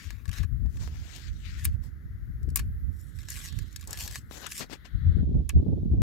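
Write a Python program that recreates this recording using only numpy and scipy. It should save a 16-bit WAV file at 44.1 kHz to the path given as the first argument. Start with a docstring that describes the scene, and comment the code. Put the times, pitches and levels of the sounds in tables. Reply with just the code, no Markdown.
"""Open grassland: a wooden ramrod pushes a ball down a rifle barrel, close to a camera.
Rod: friction noise and short bursts filtered by the barrel modes give scrapes, muzzle ticks,
hard knocks when it is rammed home and one more tap after it is drawn out.
Sleeve: cloth-coloured friction noise and pats on the left. Wind: lumpy low noise, unrelated at
the two microphone ports, gusting at the end. Background: steady noise and faint hiss in bands."""
import sys
import numpy as np
from scipy import signal
from scipy.fft import rfft, irfft
from scipy.io import wavfile

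SR = 44100
rng = np.random.default_rng(int(sys.argv[2]) if len(sys.argv) > 2 else 0)


def digitize_waveform(pressure):
    """Quantize a signal to 16-bit integers and store it at the path in sys.argv[1].

    Rows of a 2-D input are taken as channels; values are limited to [-1, 1].
    """
    field = np.atleast_2d(pressure).T
    bounded = np.clip(field, -1, 1)
    quanta = np.round(bounded * 32767).astype(np.int16)
    wavfile.write(sys.argv[1], SR, quanta)


N = 265462
TIME = np.arange(N) / SR
HZ = np.fft.rfftfreq(N, 1 / SR)
EDGE_HZ = 15900  # upper band limit

# Table levels are relative: the sources add fixed gains. Pan is left over right.
# Steady background noise colour: [f/Hz, density/dB]
STEADY_COLOUR = [(30, -19), (150, 6), (300, -0.5), (450, -13.5), (700, -24), (1500, -31), (4000, -30),
                 (7000, -33.5), (9000, -44), (11500, -34.5), (16000, -39)]
# Faint hiss bands that come and go: [t/s, lower/dB, upper/dB, upper pan/dB, top fizz/dB]
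HISS_CURVES = [(0,-68,-88,-8.5,-69.5), (1.9,-65.5,-89.5,3.5,-78), (2.8,-67,-89,8.5,-70),
               (3.5,-63.5,-55,-4,-88), (3.95,-64.5,-80,-7,-69), (4.65,-62.5,-79,3,-78.5),
               (4.8,-62,-68.5,1,-76), (5.2,-58.5,-66.5,0.5,-77), (5.25,-80,-76,11.5,-89),
               (6.02,-92.5,-80,20,-81)]
# Low wind buffeting colour: [f/Hz, density/dB]
RUMBLE_COLOUR = [(15, -19.5), (30, -15), (45, 0.5), (75, 2.5), (110, -6), (160, -16.5), (250, -28.5),
                 (400, -49), (800, -74), (2000, -100)]
# Higher wind flutter colour: [f/Hz, density/dB]
FLUTTER_COLOUR = [(30, -23), (90, 1.5), (160, 1.5), (260, -5.5), (400, -15.5), (600, -27.5), (900, -44),
                  (1600, -69), (4000, -89.5)]
# Breeze on the ports, swinging from side to side: [t/s, level/dB, pan/dB]
BREEZE_CURVE = [(0.0,-58,4), (0.06,-34,20), (0.25,-42.5,16), (0.62,-33,22.5), (0.76,-37.5,11),
                (1.02,-35,-6), (1.12,-46,-13.5), (1.6,-33.5,6), (1.82,-36,-16.5), (1.98,-40,-7),
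                (2.2,-35,9), (2.7,-30.5,-1), (3.1,-42,-17), (3.7,-43,-17), (4.08,-38.5,0), (4.45,-51,-1.5),
                (4.87,-49,5)]
# Strong closing gust, two waves: [t/s, level/dB, pan/dB, flutter/dB]
CLOSING_GUST = [(4.88,-63,14,-75), (4.98,-30.5,12,-65), (5.14,-21,19,-40.5), (5.26,-26,-1,-36.5),
                (5.42,-29.5,-4.5,-45), (5.49,-31,-18.5,-60.5), (5.58,-44.5,-3,-35.5), (6.02,-19.5,-0.5,-35)]
# Single puffs on the ports: [peak t/s, width at half power/s, level/dB, pan/dB, flutter/dB]
WIND_PUFFS = [(0.296,0.017,-22.5,28,-45.5), (0.422,0.046,-22.5,26,-50.5), (0.535,0.038,-24,17,-60),
              (0.645,0.066,-23.5,18,-50), (0.822,0.1,-31.5,-21,-50), (1.31,0.061,-31,-11,-75),
              (1.464,0.042,-39,13,-78), (1.671,0.036,-23.5,5,-49.5), (1.748,0.082,-27.5,-18,-61),
              (2.479,0.07,-27,31,-47), (2.623,0.086,-33,5,-51.5), (2.872,0.067,-27,-28,-54),
              (3.171,0.062,-35.5,-21,-70), (3.38,0.05,-37,-32,-63), (3.587,0.076,-28.5,-32,-54.5),
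              (4.949,0.02,-20.5,14,-68), (5.077,0.047,-17,6.5,-47.5), (5.192,0.016,-21,9,-22),
              (5.253,0.012,-18.5,-7,-25), (5.363,0.048,-18.5,-4,-30.5), (5.571,0.03,-11,-1,-31.5),
              (5.705,0.035,-26,-2.5,-25.5), (5.917,0.017,-15.5,2,-40.5)]
# Cloth fibre hiss colour: [f/Hz, density/dB]
FIBRE_COLOUR = [(200, -19), (800, -21.5), (1500, 5), (3000, 4), (5500, 0.5), (7500, -3), (9500, -16.5),
                (13000, -14), (16000, -20.5)]
# Hollow low rub colour: [f/Hz, density/dB]
HOLLOW_COLOUR = [(60, -9.5), (200, 4), (600, 0.5), (1000, 0.5), (1600, -10), (3000, -24), (8000, -27.5)]
# Passes of hand and sleeve:
# [start t/s, length/s, level/dB, swell/dB, tilt/(dB/octave), hollow rub relative to level/dB]
SLEEVE_PASSES = [(0.0,0.11,-49,-2,-1.5,-35), (0.33,0.076,-47,0,-4.5,-21.5), (0.701,0.065,-56.5,6,8,-4),
                 (0.805,0.082,-46,-3.5,3,-6), (0.914,0.25,-46.5,11.5,1,-13), (1.205,0.079,-46.5,1,0,-41),
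                 (1.331,0.097,-54.5,2,3,-31), (1.458,.14,-46.5,-4,-1,-51), (1.835,0.059,-58.5,-15,6.5,4.5),
                 (3.883,0.053,-50.5,1.5,2.5,5.5), (4.003,.16,-41.5,-9.5,5,-1.5),
                 (4.32,0.058,-40.5,5.5,2.5,-6), (4.395,0.051,-43.5,10,-1,-12.5),
                 (4.463,0.005,-36.5,-1.5,-6,-45), (4.608,0.027,-36,-7,-0.5,-5.5),
                 (4.706,0.032,-40,5,1.5,-2), (4.854,0.012,-44.5,-6,-1.5,-17.5)]
# Soft pats of hand and cloth: [t/s, level/dB]
CLOTH_PATS = [(0.661, -46.5), (0.758, -50), (0.876, -36), (4.311, -33.5), (4.698, -40.5), (4.851, -52)]
# Modes of rod and barrel: [f/Hz, width/Hz, level/dB]
BARREL_MODES = [(1135, 47, -3.5), (1697, 83, 3), (2340, 150, -11.5), (2630, 170, -8), (3830, 70, -0.5),
                (4340, 36, 3.5), (4880, 80, 1.5), (5570, 210, 1), (6680, 210, 1), (7170, 110, 1),
                (7880, 340, -2), (7774, 43, -11), (11000, 320, -4.5), (11160, 65, -12.5),
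                (13130, 90, -12.5)]
# Broad colour of the wooden rod on the muzzle: [f/Hz, level/dB]
WOOD_COLOUR = [(150, -37), (700, -20.5), (1100, -24), (2000, -0.5), (3800, -4), (8000, -2.5), (10000, -8),
               (13000, -2.5), (16000, -20)]
# Broad colour of a knock's body: [f/Hz, level/dB]
KNOCK_COLOUR = [(100, -12), (330, -5.5), (650, -21.5), (1100, -1.5), (1500, -11), (2400, 2.5),
                (4000, -11.5), (8000, 3), (12000, 7.5), (16000, 3)]
# Reflection of the scrape off the gripping hand: [t/s, extra path/m]
HAND_PATH = [(0, .3), (0.45, 0.25), (3.28, 0.18), (3.5, 0.39), (3.95, 0.24), (4.18, 0.217), (4.49, 0.26),
             (4.61, 0.16)]
# Scrapes of the rod in the muzzle, and a hand sliding along it:
# [start t/s, length/s, level/dB, swell start to end/dB, tilt/(dB/octave)]
ROD_STROKES = [(0.0,0.12,-60,-12.5,-3.5), (0.13,0.16,-72.5,-10,-7.5), (0.337,0.048,-53,4.5,-2.5),
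               (0.438,0.012,-60,-4.5,-6.5), (1.165,0.032,-61,-10,-2.5), (1.59,0.062,-52,10,-2),
               (1.67,0.075,-70.5,3,-5), (2.96,0.19,-68.5,5.5,6), (3.195,0.053,-58.5,-3,-1),
               (3.306,0.11,-45.5,-2,-1), (3.445,0.075,-55.5,-21.5,-1), (3.55,0.43,-66,-11,-1.5),
               (3.89,0.066,-54.5,6,-2), (3.997,0.045,-41,1,2.5), (4.125,0.042,-47,7,0),
               (4.33,0.14,-67.5,-6,13), (4.517,0.08,-43.5,4,0), (4.62,0.02,-51,-8.5,-6.5)]
# Light ticks of the rod on the muzzle: [t/s, level/dB, pan/dB, tilt/(dB/octave)]
MUZZLE_TICKS = [(0.1051,-31.5,4.5,-4), (0.2552,-36.5,27,-6.5), (0.2792,-39,-2,-1), (0.2925,-33,18,-5.5),
                (0.3145,-36.5,-9,-2), (0.3299,-33,19,-3), (0.3834,-33.5,-10,-5), (0.4318,-36.5,-4,-6),
                (0.771,-41,10,-5), (1.161,-36,15,2), (2.4308,-51,23,4), (2.49,-48.5,4,-2),
                (2.502,-43.5,11,6), (3.188,-40.5,3,-3), (3.2311,-43,5,-5), (3.286,-31,1,-2.5),
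                (3.3027,-25.5,12,17), (3.495,-45,-8,-1), (3.525,-37.5,1,-3), (3.5886,-33,5,1),
                (3.7274,-44,8,8), (3.7609,-26,6.5,3.5), (3.811,-37.5,4,3), (3.8738,-30,4,10),
                (3.908,-28.5,8,9), (3.93,-24,6,2.5), (3.9737,-29,0,1), (4.018,-42,1,-11), (4.077,-27,3,1),
                (4.1104,-33,1,2), (4.1568,-24,1,-3), (4.4658,-27,6,16), (4.493,-44,-14,10),
                (4.5154,-28.5,0,5), (4.52,-29,1,-1), (4.5787,-29,-4,18)]
# Hard knocks of the rod with rebounds:
# [t/s, level/dB, crack f/Hz, crack over body/dB, crack pan/dB, body tilt/(dB/octave)]
ROD_KNOCKS = [(1.6477,-12,12500,-12,-10,-2), (1.6465,-27.5,8900,15.5,4,1), (1.6524,-7,13400,6.5,9,-6),
              (1.6544,-15.5,9030,7,2.5,-11), (1.658,-18.5,8950,4,-2,-2.5), (2.5584,-3,8200,-0.5,6,-1),
              (2.5595,-5.5,11950,7.5,9,-6.5), (2.565,-13,13100,4.5,9,-2.5), (2.5718,-5,8200,-4,8.5,-2),
              (2.574,-12,8100,-6.5,-2,2), (2.5881,-17.5,5580,-12.5,7.5,-12), (2.593,-9.5,5980,-15,9,-7),
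              (2.597,-14.5,5360,-9,-2,-10.5), (5.4919,-26.5,10500,10.5,-3,11), (5.494,-12,6840,-1.5,-5,-8),
              (5.497,-27,2430,14.5,4.5,16), (5.5004,-33.5,2390,9,-15,-2), (5.5033,-21.5,2380,3,14,-13)]

SLEEVE_ATTACK_S, SLEEVE_RELEASE_S = 0.0029, 0.009
ROD_ATTACK_S, ROD_RELEASE_S = 0.0088, 0.0083
EASE_SHARE = 0.12  # share of a stroke's length added to its attack and release times
SOUND_M_PER_S = 343


def gain_of(db):
    """Decibels to amplitude."""
    return 10 ** (np.asarray(db) / 20)


def evened(x):
    """Scales to rms 1."""
    return x / np.sqrt(np.mean(x ** 2) + 1e-20)


def colour(points, hz=HZ):
    """Gain interpolated in dB over log frequency."""
    point_hz, db = np.transpose(points)
    return gain_of(np.interp(np.log(hz + 1), np.log(point_hz), db))


def played(rows):
    """Each column of a curve table, at every sample."""
    point_s, *columns = np.transpose(rows)
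    return [np.interp(TIME, point_s, column) for column in columns]


def panned(pan_db):
    """Left and right gains of constant total power."""
    half_db = np.atleast_1d(pan_db) / 2
    gains = gain_of(np.array([half_db, -half_db]))
    return gains / np.sqrt((gains ** 2).mean(0))


def shaped(x, gain):
    """Filters by a gain at each frequency, to rms 1."""
    return evened(irfft(rfft(x) * gain, N))


def drift(rate_hz):
    """Slow random signal of rms 1, Gaussian spectrum."""
    return shaped(rng.standard_normal(N), np.exp(-(HZ / rate_hz) ** 2))


def pair(x, same):
    """Two ports share row 0 by power share `same`; the rest is their own."""
    same = np.clip(same, 0, 1)
    return np.sqrt(same) * x[0] + np.sqrt(1 - same) * x[1:]


def add(mix, start_s, sound):
    """Mixes a stereo sound in at its start time."""
    part = mix[:, round(start_s * SR):][:, :sound.shape[1]]
    part += sound[:, :part.shape[1]]


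def causal(gain, size=4096):
    """Minimum-phase impulse response of energy 1 for a gain function of frequency."""
    cepstrum = irfft(np.log(gain(np.fft.rfftfreq(size, 1 / SR)) + 1e-5))
    cepstrum[1:size // 2] *= 2
    cepstrum[size // 2 + 1:] = 0
    response = irfft(np.exp(rfft(cepstrum)))
    return response / np.linalg.norm(response)


def through(x, response):
    """Convolves both ports with a response."""
    return signal.fftconvolve(x, response[None], axes=1)[:, :x.shape[1]]


def burst(decay_s, size=4096):
    """Dying spray of micro-impacts, spectrally evened, energy 1 per port; decay_s sets its time scale."""
    decay = gain_of(-60 * np.arange(size) / SR / decay_s)
    spray = pair(rng.standard_normal((3, size)), same=0.53) * decay
    spectrum = rfft(spray)
    spray = irfft(spectrum / (abs(spectrum) + 1e-9)) * np.sqrt(decay)
    return spray / np.linalg.norm(spray, axis=1, keepdims=True)


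def friction(slips_per_s, spread_db, smooth, same):
    """Tiny slips of uneven size over a smooth hiss; the slip rate is that of each mixed row."""
    hits = rng.random((3, N)) < slips_per_s / SR
    slips = hits * gain_of(spread_db * np.minimum(rng.exponential(1, (3, N)), 4))
    slips = evened(slips * rng.choice([-1, 1], (3, N)))
    return pair(slips + smooth * rng.standard_normal((3, N)), same)


def strokes(rows, attack_s, release_s):
    """Rubbing sets in, swells or eases, and dies: gain and spectral tilt at each sample."""
    power, tilt_sum = np.full(N, 1e-14), np.zeros(N)
    for start_s, length_s, db, swell_db, tilt_db in rows:
        progress = np.clip((TIME - start_s) / length_s, 0, 1)
        ease_s = EASE_SHARE * length_s
        early = np.maximum(start_s - TIME, 0) / (attack_s + ease_s)
        late = np.maximum(TIME - start_s - length_s, 0) / (release_s + ease_s)
        fade = np.exp(-np.minimum(early + late, 20))
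        stroke = (gain_of(db + swell_db * (progress - 0.5)) * fade) ** 2
        power += stroke
        tilt_sum += stroke * tilt_db
    return np.sqrt(power), tilt_sum / power


def wandering(x, tilt_db, patch_db, patch_hz, patch_s):
    """The contact point wanders: bands swell and fade; tilt_db is in dB per octave at each sample."""
    hz, frame_s, z = signal.stft(x, SR, nperseg=512, noverlap=384)
    field = rng.standard_normal((len(hz), len(frame_s)))
    across = np.fft.fftfreq(len(hz), hz[1])[:, None]
    along = np.fft.fftfreq(len(frame_s), frame_s[1])
    blur = np.exp(-(across * patch_hz) ** 2 - (along * patch_s) ** 2)
    patches = evened(np.fft.ifft2(np.fft.fft2(field) * blur).real)
    octaves = np.log2(np.clip(hz, 1000, 10000) / 5500)[:, None]
    tilt = gain_of(octaves * np.interp(frame_s, TIME, tilt_db))
    z = z * evened(gain_of(patch_db * patches)) * tilt
    return signal.istft(z, SR, nperseg=512, noverlap=384)[1][:, :N]


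def hiss(centre_hz, width_hz, order):
    """Band of noise, unrelated at the two ports."""
    band = 1 / (1 + np.abs(2 * (HZ - centre_hz) / width_hz) ** order)
    return shaped(rng.standard_normal((2, N)), band)


def background():
    """Steady coloured noise, two faint hiss bands that come and go, and a thin fizz on top."""
    lower_db, upper_db, upper_pan_db, fizz_db = played(HISS_CURVES)
    noise = pair(rng.standard_normal((3, N)), same=0.51)
    steady = gain_of(-58) * panned(6.5) * shaped(noise, colour(STEADY_COLOUR))
    lower = gain_of(lower_db) * panned(22) * hiss(1676, width_hz=950, order=5)
    upper = gain_of(upper_db) * panned(upper_pan_db) * hiss(3660, width_hz=1500, order=3)
    fizz = gain_of(fizz_db) * panned(4) * hiss(13000, width_hz=6100, order=6)
    return steady + lower + upper + fizz


def eddies(strength, spectrum, lump_db, lump_hz, steady_s):
    """Turbulence, unrelated at the two ports, in lumps under the strength of the wind."""
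    noise = rng.standard_normal((2, N))
    lumps = gain_of(lump_db * np.array([drift(lump_hz), drift(lump_hz)]))
    x = shaped(noise * lumps, colour(spectrum))
    # Level the slow power so that `strength` sets it
    window = signal.windows.hann(int(steady_s * SR))
    power = signal.fftconvolve(x ** 2, window[None] / window.sum(), "same", axes=1)
    return x / np.sqrt(power + 1e-4) * strength


def wind():
    """Breeze, closing gust and bell-shaped puffs add in power: low buffeting plus higher flutter."""
    breeze_db, breeze_pan_db = played(BREEZE_CURVE)
    gust_db, gust_pan_db, gust_flutter_db = played(CLOSING_GUST)
    low_power = (gain_of(breeze_db) * panned(breeze_pan_db)) ** 2
    low_power += (gain_of(gust_db) * panned(gust_pan_db)) ** 2
    high_power = (gain_of(gust_flutter_db) * panned(gust_pan_db)) ** 2
    for peak_s, width_s, db, pan_db, flutter_db in WIND_PUFFS:
        halvings = np.minimum((2 * (TIME - peak_s) / width_s) ** 2, 40)
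        bell = panned(pan_db) ** 2 * 0.5 ** halvings
        low_power += gain_of(db) ** 2 * bell
        high_power += gain_of(flutter_db) ** 2 * bell
    rumble = eddies(np.sqrt(low_power), RUMBLE_COLOUR, lump_db=4.5, lump_hz=27, steady_s=0.094)
    flutter = eddies(np.sqrt(high_power), FLUTTER_COLOUR, lump_db=9.0, lump_hz=45.46, steady_s=0.097)
    return rumble + gain_of(5.5) * flutter


def cloth_pats():
    """Soft contacts: short bursts through the low cloth colour with a little fibre treble."""
    pats = np.zeros((2, N))
    for start_s, db in CLOTH_PATS:
        add(pats, start_s, gain_of(db + 17) * burst(decay_s=0.0115))
    pat_gain = lambda hz: colour(HOLLOW_COLOUR, hz) + gain_of(-21.0) * colour(FIBRE_COLOUR, hz)
    return through(pats, causal(pat_gain))


def sleeve():
    """Cloth fibres hiss close to the left port; each pass adds its own share of a hollow low rub; pats."""
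    fibre_rows = [row[:-1] for row in SLEEVE_PASSES]
    hollow_rows = [(start_s, length_s, db + hollow_db, swell_db, tilt_db)
                   for start_s, length_s, db, swell_db, tilt_db, hollow_db in SLEEVE_PASSES]
    fibre_gain, tilt_db = strokes(fibre_rows, SLEEVE_ATTACK_S, SLEEVE_RELEASE_S)
    hollow_gain, _ = strokes(hollow_rows, SLEEVE_ATTACK_S, SLEEVE_RELEASE_S)
    fibre_slips = friction(slips_per_s=2800, spread_db=3.0, smooth=1.0, same=0.13)
    hollow_slips = friction(slips_per_s=900, spread_db=5.5, smooth=1.0, same=0.09)
    fibres = shaped(fibre_slips, colour(FIBRE_COLOUR))
    hollow = shaped(hollow_slips, colour(HOLLOW_COLOUR))
    waver = gain_of(1.0 * drift(rate_hz=13))
    rub = waver * (gain_of(-5.5) * fibre_gain * fibres + hollow_gain * hollow)
    rub = wandering(rub, tilt_db, patch_db=2.2, patch_hz=1200, patch_s=0.07)
    return panned(25.6) * (rub + cloth_pats())


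def barrel(hz, broad, ring_db):
    """Broad colour with the modes of rod and barrel added in power."""
    modes = sum(gain_of(db + ring_db) ** 2 / (1 + (2 * (hz - mode_hz) / width_hz) ** 2)
                for mode_hz, width_hz, db in BARREL_MODES)
    return np.sqrt(colour(broad, hz) ** 2 + modes)


def reflected(x, share):
    """The hand's reflection combs the sound; the bands glide as the hand moves."""
    path_m, = played(HAND_PATH)
    delay_s = path_m / SOUND_M_PER_S
    echo = np.array([np.interp(TIME - delay_s, TIME, port) for port in x])
    return (x + share * echo) / np.sqrt(1 + share ** 2)


def scrape():
    """Rod friction, with a hand sliding along it, rings the barrel; the hand's pressure wavers."""
    pressure, tilt_db = strokes(ROD_STROKES, ROD_ATTACK_S, ROD_RELEASE_S)
    grain = friction(slips_per_s=800, spread_db=4.5, smooth=0.55, same=0.5)
    drive = grain * pressure * gain_of(3.4 * drift(rate_hz=28))
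    drive = wandering(drive, tilt_db, patch_db=3, patch_hz=750, patch_s=0.04)
    drive = reflected(drive, share=0.4)
    response = causal(lambda hz: barrel(hz, WOOD_COLOUR, ring_db=1.0))
    return gain_of(1.5) * panned(3.4) * through(drive, response)


def ticks():
    """The wobbling rod touches the muzzle at varied spots: a dry snap and a little ringing chatter."""
    out = np.zeros((2, N))
    spots = rng.standard_normal((len(MUZZLE_TICKS), 32))
    for (start_s, db, pan_db, tilt_db), spot in zip(MUZZLE_TICKS, spots):
        spot_db = lambda hz: 3 * np.interp(hz, np.linspace(0, EDGE_HZ, len(spot)), spot)
        touch = lambda hz: gain_of(spot_db(hz) + tilt_db * np.log2(np.clip(hz, 1000, 7000)))
        snap_response = causal(lambda hz: colour(WOOD_COLOUR, hz) * touch(hz))
        ring_response = causal(lambda hz: barrel(hz, WOOD_COLOUR, ring_db=9) * touch(hz))
        snap = through(burst(decay_s=0.012), snap_response)
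        ring = through(burst(decay_s=0.04), ring_response)
        add(out, start_s, gain_of(db + 9) * panned(pan_db) * (snap + gain_of(4) * ring))
    return out


def resonance(hz, centre_hz):
    """Contact peak: one resonance with the lows rolled off."""
    detune = (hz - centre_hz) / (0.09 * centre_hz)
    return hz / (hz + centre_hz) / np.sqrt(1 + detune ** 2)


def knocks():
    """Hard blows: a bright crack and a duller rattle of the rod in the bore, whose treble dies first."""
    out = np.zeros((2, N))
    for start_s, db, crack_hz, crack_db, pan_db, tilt_db in ROD_KNOCKS:
        contact = causal(lambda hz: resonance(hz, crack_hz))
        crack = gain_of(crack_db) * panned(pan_db) * through(burst(decay_s=0.005), contact)
        body_tilt = lambda hz: gain_of(tilt_db * np.log2(np.maximum(hz / 3000, 1)))
        body = lambda hz: barrel(hz, KNOCK_COLOUR, ring_db=3) * body_tilt(hz)
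        dull_body = lambda hz: body(hz) / np.sqrt(1 + (hz / 7000) ** 4)
        rattle = through(burst(decay_s=0.045), causal(body))
        tail = through(burst(decay_s=0.13), causal(dull_body))
        bore = panned(0.5 * pan_db) * (gain_of(-2.5) * rattle + gain_of(-13.0) * tail)
        add(out, start_s, gain_of(db) * (crack + bore))
    return out


def scene():
    """All close and dry: the grassland gives no echo."""
    return scrape() + ticks() + knocks() + sleeve() + wind() + background()


def record(dry):
    """The camera cuts the deepest wind rumble and limits the band."""
    low_cut = signal.butter(3, 36, "highpass", fs=SR, output="sos")
    high_cut = signal.firwin(255, EDGE_HZ, window=("kaiser", 8), fs=SR)
    return signal.oaconvolve(signal.sosfilt(low_cut, dry), high_cut[None], "same")


dry = scene()
out = record(dry)
digitize_waveform(out)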